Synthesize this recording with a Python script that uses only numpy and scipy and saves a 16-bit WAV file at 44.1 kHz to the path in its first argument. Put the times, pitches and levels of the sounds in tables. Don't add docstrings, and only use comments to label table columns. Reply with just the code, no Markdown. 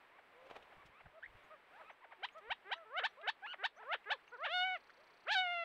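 import sys
import numpy as np
from scipy import signal
from scipy.fft import rfft, irfft, next_fast_len
from scipy.io import wavfile
from scipy.ndimage import map_coordinates

SR = 44100
rng = np.random.default_rng(int(sys.argv[2]) if len(sys.argv) > 2 else 0)


def inscribe(sig):
    pcm = np.round(np.clip(np.atleast_2d(sig).T, -1, 1) * 32767)
    wavfile.write(sys.argv[1], SR, pcm.astype(np.int16))


N = 248724
BAND_LIMIT_HZ = 15720


def amp(db):
    return 10 ** (np.asarray(db) / 20)


def along(points, hz):
    f, value = np.transpose(points)
    return np.interp(np.log(hz + 1), np.log(f + 1), value)


def clock():
    return np.arange(N) / SR


def wobble(rate, size):
    knots = rng.standard_normal(int(size * rate / SR) + 4)
    return map_coordinates(knots, [np.arange(size) * rate / SR])


def filtered(x, response):
    size = next_fast_len(N + SR // 2)
    return irfft(rfft(x, size) * response(np.fft.rfftfreq(size, 1 / SR)), size)[:N]


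def noise(spectrum):
    x = filtered(rng.standard_normal(N), lambda hz: amp(along(spectrum, hz)))
    return x / np.sqrt(np.mean(x ** 2) + 1e-20)


def swishes(swells, spectrum):
    t = clock()
    return noise(spectrum) * sum(amp(db) / (1 + ((t - s) / half) ** 2) for s, db, half in swells)


def air(waver_db=1.5):
    # f/Hz, relative density/dB
    spectrum = [(25, -13.5), (110, -16), (220, -11), (430, -3.5), (1000, -1.5), (2200, -4), (3500, -14.5),
                (4500, -23), (5500, -29.5), (6700, -35.5), (7900, -32), (10000, -34.5), (15500, -36.5)]
    # t/s, level/dB
    drift = [(.2, -67), (.7, -65.5), (1.599, -66.5), (3.999, -67.6), (4.95, -66.5)]
    return noise(spectrum) * amp(np.interp(clock(), *np.transpose(drift)) + waver_db * wobble(6.7, N))


def camera_whine(steady_hz=7830, steady_db=-101, pulse_start_s=4.06, pulse_hz=30):
    # f/Hz, level/dB
    cluster = [(4040, -76.5), (4410, -74.5), (4790, -80), (5200, -89.5), (5650, -86.5), (6050, -89),
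               (6450, -94)]
    t = clock()
    tone = lambda hz, waver_hz: np.sin(2 * np.pi * np.cumsum(hz + waver_hz * wobble(200, N)) / SR)
    fade_in = np.clip((t - pulse_start_s) / 0.43, 0, 1)
    pulses = ((1 + np.sin(2 * np.pi * pulse_hz * t)) / 2) ** 2
    steady = amp(steady_db) * tone(steady_hz, 70)
    return steady + fade_in * pulses * sum(amp(db) * tone(hz, 12) for hz, db in cluster)


def air_puffs():
    # t/s, level/dB, half length/s
    puffs = [(.54, -72.5, 0.051), (.775, -65.5, 0.013), (.857, -64.5, 0.0074), (.9, -70.5, 0.009),
             (1.064, -54.5, .007), (1.3, -71, 0.025), (1.355, -63.5, 0.0069), (1.447, -72, 0.0093),
             (2.506, -60, 0.0075)]
    # f/Hz, relative density/dB
    spectrum = [(20, -4), (80, -0.5), (170, -10), (280, -26.5), (2000, -120)]
    return swishes(puffs, spectrum)


def brush_echo(x, delay_s=0.006):
    # f/Hz, T60/s
    decay = [(500, 0.067), (3500, 0.094), (10000, 0.097)]
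    # f/Hz, gain/dB
    colour = [(300, -17.5), (2000, -4), (3900, 7), (6500, -3)]
    hz, t, bands = signal.stft(rng.standard_normal(SR // 3), SR, nperseg=256)
    tail = signal.istft(bands * amp(-60 * t / along(decay, hz)[:, None]), SR, nperseg=256)[1]
    tail = np.pad(tail / np.linalg.norm(tail), (int(delay_s * SR), 0))
    return filtered(signal.fftconvolve(x, tail)[:N], lambda hz: amp(along(colour, hz)))


def boulder_echo(x, delay_s=0.011, spread_s=0.002):
    t = np.arange(SR // 30) / SR
    response = rng.standard_normal(len(t)) * np.exp(-((t - delay_s) / spread_s) ** 2)
    return signal.fftconvolve(x, response / np.linalg.norm(response))[:N]


def far_bird(half_s=0.012, sweep_per_s=2.4, waver=0.025):
    # t/s, level/dB, f/Hz
    pips = [(1.445, -84, 6600), (1.92, -83, 6000), (2.335, -78, 6600), (2.77, -82, 6000),
            (3.102, -80, 5800), (3.775, -73.5, 6000), (4.29, -78, 6200)]
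    out, t = np.zeros(N), np.arange(-SR // 20, SR // 20) / SR
    envelope = np.exp(-(t / half_s) ** 2)
    for s, db, hz in pips:
        pitch = hz * (1 + sweep_per_s * t + waver * wobble(400, len(t)))
        phase = 2 * np.pi * np.cumsum(pitch) / SR
        out[round(s * SR) - len(t) // 2:][:len(t)] += amp(db) * envelope * np.sin(phase)
    return out


def gravel(ring_t60_s=0.032, pitch_spread=0.14, crack_gain=0.12, crack_t60_s=0.018):
    # t/s, level/dB, centre f/Hz
    touches = [(.625, -47, 2880), (2.146, -55, 2330), (2.287, -40.5, 2400), (2.779, -44, 1680),
               (3.214, -46, 2800), (3.421, -49, 2250), (3.788, -54, 2250), (3.852, -51, 2310),
               (4.043, -46, 2400), (4.278, -46, 2520), (4.895, -44.5, 1370), (4.901, -43, 1890),
               (5.074, -49.5, 1970)]
    # f/Hz, relative density/dB
    spectrum = [(300, -11.5), (1500, 4.5), (3000, 1), (5000, -11.5), (10000, -26.5)]
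    out, t, grit = np.zeros(N + SR), np.arange(SR // 10) / SR, noise(spectrum)
    attack = np.tanh(t / 0.00065) ** 2
    for s, db, hz in touches:
        start = round(s * SR)
        stone_hz = hz * np.exp(pitch_spread * rng.standard_normal((5, 1)))
        modes = np.sin(2 * np.pi * (stone_hz * t + rng.random((5, 1))))
        ring = np.mean(modes, axis=0) * amp(-60 * t / ring_t60_s)
        crack = crack_gain * np.roll(grit, -start)[:len(t)] * amp(-60 * t / crack_t60_s)
        out[start:][:len(t)] += amp(db) * (ring + crack) * attack
    return out[:N]


def scratches():
    # t/s, level/dB, half length/s
    scrapes = [(.63, -75, 0.0065), (.865, -67.5, 0.0069), (2.385, -67, 0.0046)]
    # f/Hz, relative density/dB
    spectrum = [(600, -19), (1500, -1), (3000, 1), (4500, -6), (7000, -13.5), (10000, -21), (15000, -25.5)]
    return swishes(scrapes, spectrum)


def wings():
    # t/s, level/dB, half length/s
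    strokes = [(.469, -61.5, 0.0048), (.502, -55, 0.0016), (.512, -50, 0.0032), (.55, -63.5, 0.11),
               (.557, -60, 0.0017), (.566, -47.5, 0.0035)]
    # f/Hz, relative density/dB
    spectrum = [(100, -28), (270, -12), (600, 3), (900, -0.5), (1700, -11.5), (3000, -12.5), (5000, -28.5),
                (8000, -38.5), (14000, -47.5)]
    return swishes(strokes, spectrum)


def vocal_tract(phase, pitch, db, throat_db, beak_hz, throat_hz=1550, throat_oct=0.46, beak_q=3):
    # f/Hz, gain/dB
    colour = [(300.0, -3.0), (450.0, 3.0), (750.0, -2.0), (1500.0, -4.0), (2250.0, -10.0), (3000.0, -11.0),
              (3700.0, -14.0), (4500.0, -24.0), (5500.0, -29.0), (7300.0, -34.0), (8400.0, -30.0),
              (10000.0, -38.0), (14000.0, -39.0)]
    harmonic = np.arange(1, 15)[:, None]
    hz = harmonic * pitch
    detuning = np.log2(hz / throat_hz) / throat_oct
    throat = throat_db * np.exp(-detuning ** 2)
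    lag = 0.96 * np.tanh(detuning)
    beak = 1 / (1 - (hz / beak_hz) ** 2 + 1j * hz / beak_hz / beak_q)
    gain = amp(db + along(colour, hz) + throat) * (hz < BAND_LIMIT_HZ)
    return -np.sum(gain * np.real(beak * np.exp(1j * (harmonic * phase - lag))), axis=0)


def call(gesture, turbulence, jitter, break_hz, break_jitter, flutter, flutter_hz=150, shimmer=0.013):
    s, *columns = np.transpose(gesture)
    at = np.arange(int(max(s[0], 0) * SR), min(int((s[-1] + 0.0027) * SR), N))
    t, size = at / SR, len(at)
    pitch, db, throat_db, beak_hz = (np.interp(t, s, column) for column in columns)
    strain = np.clip((pitch - break_hz) / 60, 0, 1)
    unsteady = jitter * wobble(700, size) + break_jitter * strain * wobble(1400, size)
    tremble = flutter * np.clip((pitch - 1200) / 200, 0, 1) * np.sin(2 * np.pi * flutter_hz * t)
    phase = 2 * np.pi * np.cumsum(pitch * (1 + unsteady + 0.068 * tremble)) / SR
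    voice = vocal_tract(phase, pitch, db, throat_db, beak_hz)
    rasp = amp(db) * (strain + 0.064) * (beak_hz / 4000) ** 3 * turbulence[at]
    fade = np.clip(np.minimum((t - t[0]) / 0.0058, (t[-1] - t) / 0.0034), 0, 1)
    return at, fade * (voice * (1 + tremble + shimmer * wobble(500, size)) + rasp)


def quail(calls, **voice):
    # f/Hz, relative density/dB
    spectrum = [(1000, -29.5), (2300, -3), (3300, 1.5), (4200, -0.5), (5200, -11.5), (6500, -18.5),
                (9000, -34.5), (14000, -42.5)]
    out, turbulence = np.zeros(N), noise(spectrum)
    for gesture, rasp_db in calls:
        at, sound = call(gesture, amp(rasp_db) * turbulence, **voice)
        out[at] += sound
    return out


def soft_edge(inside_s, ramp_s=0.017, depth_db=9.5):
    return -depth_db * np.clip(1 - inside_s / ramp_s, 0, 1)


def cluck(s, rise_s, first_hz, top_hz, rise_db, drop_db, drop_s=0.022, swell_db=6, fade_db=10.5):
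    t = s + np.array([-rise_s, -rise_s / 2, 0, drop_s / 2, drop_s])
    pitch = [first_hz, (first_hz + top_hz) / 2, top_hz, min(780.5, top_hz), 536]
    level = [rise_db - 2 * swell_db, rise_db - swell_db / 2, rise_db, drop_db, drop_db - fade_db]
    throat_db, beak_hz = -5.5, 1.55 * top_hz
    return np.transpose(np.broadcast_arrays(t, pitch, level, throat_db, beak_hz))


def coo(s, length_s, hz, glide_oct, db, throat_db, sag_db=4.5, beak_hz=1357):
    u = np.linspace(-1, 1, 20)
    arch_oct = 0.265 * min(0.08 / length_s, 1) ** 2
    pitch = hz * 2 ** (glide_oct * u / 2 - arch_oct * u ** 2)
    level = db - sag_db * u ** 2 + soft_edge((1 - abs(u)) * length_s / 2)
    return np.transpose(np.broadcast_arrays(s + length_s * (u + 1) / 2, pitch, level, throat_db, beak_hz))


def covey(rasp_db=-32):
    # turn t/s, rise/s, first f/Hz, turn f/Hz, rise level/dB, drop level/dB
    clucks = [(.18, 0.11, 780, 1165, -64, -56.5), (.714, .012, 1006, 1067, -70, -58.5),
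              (.82, 0.046, 1108, 1161, -59, -61), (.998, .095, 930, 1363, -61, -56),
              (1.05, 0.0062, 1077, 1150, -74, -57.5), (1.175, 0.049, 588, 663, -61.5, -58.5),
              (1.806, 0.1, 560, 1030, -58.5, -55), (1.893, 0.052, 1199, 1300, -55.5, -50.5),
              (2.036, .03, 777, 1132, -58.5, -54), (2.116, .01, 1226, 1216, -56, -52),
              (3.217, 0.048, 470, 682, -57, -59), (3.82, 0.059, 506, 1020, -55, -52)]
    # t/s, length/s, f/Hz, glide/octaves, level/dB, throat gain/dB
    coos = [(.34, .16, 520, 0.21, -65, -40), (1.495, 0.069, 634, -0.094, -59.5, -3),
            (1.788, 0.055, 647, -0.19, -59, -8), (2.052, .145, 920, -.08, -70, -5),
            (2.343, 0.064, 652, 0.064, -56, -4), (2.741, 0.11, 673, -0.094, -58.5, -7.5),
            (4.106, 0.057, 575, -0.327, -53, -8), (4.315, 0.057, 494, -0.12, -58.5, 5.5),
            (4.967, 0.085, 610, 0.45, -67.5, -24)]
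    # t/s, f/Hz, level/dB, throat gain/dB, beak resonance/Hz
    squeak = [(1.222, 1400, -61, -1, 2290), (1.232, 1590, -45, -4.5, 1700), (1.245, 1937, -47.5, 0, 1760),
              (1.256, 1590, -63, 3, 2520), (1.263, 2160, -50.5, 13, 2040), (1.274, 2000, -78, -5, 2480)]
    squeal = [(3.416, 760, -64, -25, 2290), (3.431, 759, -52, -2, 1310), (3.46, 873, -46.5, 0.5, 2150),
              (3.473, 1372, -48, -.5, 2640), (3.504, 1454, -45, -6.5, 2700), (3.53, 1484, -45, -2, 3230),
              (3.539, 900, -46, -11, 2130), (3.545, 610, -49, 6, 2050), (3.554, 520, -77, -18, 1490)]
    gestures = [cluck(*row) for row in clucks] + [coo(*row) for row in coos] + [squeak, squeal]
    calls = [(gesture, rasp_db) for gesture in gestures]
    return quail(calls, jitter=0.014, break_hz=900, break_jitter=0.0072, flutter=0.31)


def chip(s, db, hz, throat_db, beak_hz, tail_s, rasp_db, grunt_s, grunt_hz, grunt_db, grunt_throat_db):
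    # t/s from the accent, pitch ratio, level/dB, throat gain/dB, beak resonance ratio
    leap = [(-.023, .62, -14.5, -5, 0.46), (-.014, .815, -1, -3.5, 0.87), (-.008, .83, -0.5, -2, 1),
            (0, 1, 1, -0.5, 1)]
    tail = [(.32, .92, -2.5, 6.5, 1.13), (.68, 1.4, -8.5, -3.5, 0.92), (1, 1.06, -35, -5, 1.09)]
    lead_s, rise_oct_per_s, swell_db_per_s, throat_db_per_s, grunt_beak_hz = 0.032, 4.4, 100, 66.5, 1950
    u = np.linspace(-grunt_s, 0, 20)
    grunt = np.broadcast_arrays(s - lead_s + u, grunt_hz * 2 ** (rise_oct_per_s * u),
                                grunt_db + swell_db_per_s * u + soft_edge(u + grunt_s),
                                grunt_throat_db + throat_db_per_s * u, grunt_beak_hz)
    t, ratio, level, throat, beak = np.transpose(leap + [(share * tail_s, *rest) for share, *rest in tail])
    pitch = ratio * hz
    shoulder = slice(1, 3)
    pitch[shoulder] += 0.62 * (755 - pitch[shoulder].mean())
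    accent = [s + t, pitch, db + level, throat_db + throat, beak_hz * beak]
    return np.hstack([grunt, accent]).T, rasp_db


def swoop(s, db, climb_s, fall_s, flick_hz, last_hz, top_hz=769, low_hz=437, climb_oct_per_s=8.8):
    drop_s, flick_s, climb_db_per_oct, fall_db_per_oct = 0.016, 0.005, 38, 15.5
    shut_hz, open_hz, opens_s, shuts_s = 1296, 3180, 0.019, 0.068
    t = np.linspace(-climb_s, fall_s, 100)
    climb = np.maximum(top_hz * 2 ** (climb_oct_per_s * t), low_hz)
    fall = last_hz + (top_hz - last_hz) / (1 + (t / drop_s) ** 2) ** 2
    pitch = np.where(t < 0, climb, fall)
    flick = flick_hz * np.exp(-(t / flick_s) ** 2)
    level = db + np.where(t < 0, climb_db_per_oct, fall_db_per_oct) * np.log2(pitch / top_hz)
    level += soft_edge(np.minimum(t + climb_s, fall_s - t))
    throat_db = 3 + 8.5 * np.clip(t / drop_s, 0, 1)
    opening = np.exp(-(t / np.where(t < 0, opens_s, shuts_s)) ** 2)
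    return np.transpose([s + t, pitch + flick, level, throat_db, shut_hz + (open_hz - shut_hz) * opening])


def near_quail(swoop_rasp_db=-33, held_rasp_db=-12, falling_rasp_db=-6):
    # length/s, final f/Hz, final level/dB, final throat gain/dB
    chips = [(2.251, -40, 1021, 4, 3640, 0.012, -23, .042, 390, -64.5, -27),
             (2.523, -37, 966, 2, 3100, 0.013, -26, 0.089, 486.5, -59.5, -1),
             (2.734, -37.5, 1002, 5, 3580, 0.012, -20, .058, 425.7, -58, 1),
             (3.055, -36, 924, 7, 3760, 0.023, -14, .02, 439, -57, 11),
             (3.293, -35.5, 914, 5, 3660, 0.017, -12.5, .038, 435.3, -58, 9.5),
             (3.657, -36.5, 934, 7.5, 3850, 0.016, -14, .044, 414, -59.5, 7.5),
             (4.122, -36, 899, 5.5, 3750, 0.024, -18.5, 0.036, 433, -57, 8.5)]
    # top t/s, level/dB, climb/s, fall/s, flick/Hz, f/Hz approached in the fall
    swoops = [(2.987, -38, 0.14, 0.028, -1.5, 407.4), (3.937, -36.5, 0.15, 0.024, 169.5, 391),
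              (4.456, -38.8, .086, 0.03, 180.5, 521)]
    # t/s, f/Hz, level/dB, throat gain/dB, beak resonance/Hz
    held = [(4.478, 558, -55, 17, 3450), (4.51, 658, -44.5, -1.5, 3200), (4.542, 728.6, -38, 0.5, 3470),
            (4.585, 724.8, -38, 3.5, 3950), (4.635, 733, -35.5, -2.5, 2870),
            (4.655, 754.7, -38.5, 0.5, 2450), (4.745, 733.5, -41, -4, 2370), (4.763, 659, -46.5, 1, 2120),
            (4.78, 510, -71, 5, 2400)]
    falling = [(5.248, 300.6, -68, -27, 2240), (5.27, 453, -61, 11.5, 1440), (5.285, 631, -41.5, 1, 2630),
               (5.308, 811, -37.5, 5, 3180), (5.326, 863, -36.5, 9.5, 4300), (5.339, 897, -38.5, 4.5, 4360),
               (5.354, 770, -37, 9, 4100), (5.385, 743, -32, -0.5, 4000), (5.424, 744, -37.5, 1, 2640),
               (5.446, 724.6, -39, -4.5, 2450), (5.485, 700.3, -40, -3, 2380),
               (5.525, 707, -40, -3.5, 2500), (5.56, 690.5, -41, -2, 2500), (5.639, 672, -43, -2, 2460)]
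    calls = [chip(*row) for row in chips] + [(swoop(*row), swoop_rasp_db) for row in swoops]
    calls += [(held, held_rasp_db), (falling, falling_rasp_db)]
    return quail(calls, jitter=0.0035, break_hz=784, break_jitter=0.017, flutter=0.1)


def scene():
    near, flock = near_quail(), covey()
    small_sounds = wings() + scratches() + gravel() + far_bird()
    scattered = brush_echo(amp(-18.5) * near + amp(-21.5) * (flock + small_sounds))
    reflected = amp(-18.5) * boulder_echo(near + flock)
    background = air_puffs() + air() + camera_whine()
    return (background + scattered + reflected + small_sounds + flock + near)[None]


def record(dry):
    return filtered(dry[0], lambda hz: hz < BAND_LIMIT_HZ)[None]


dry = scene()
out = record(dry)
inscribe(out)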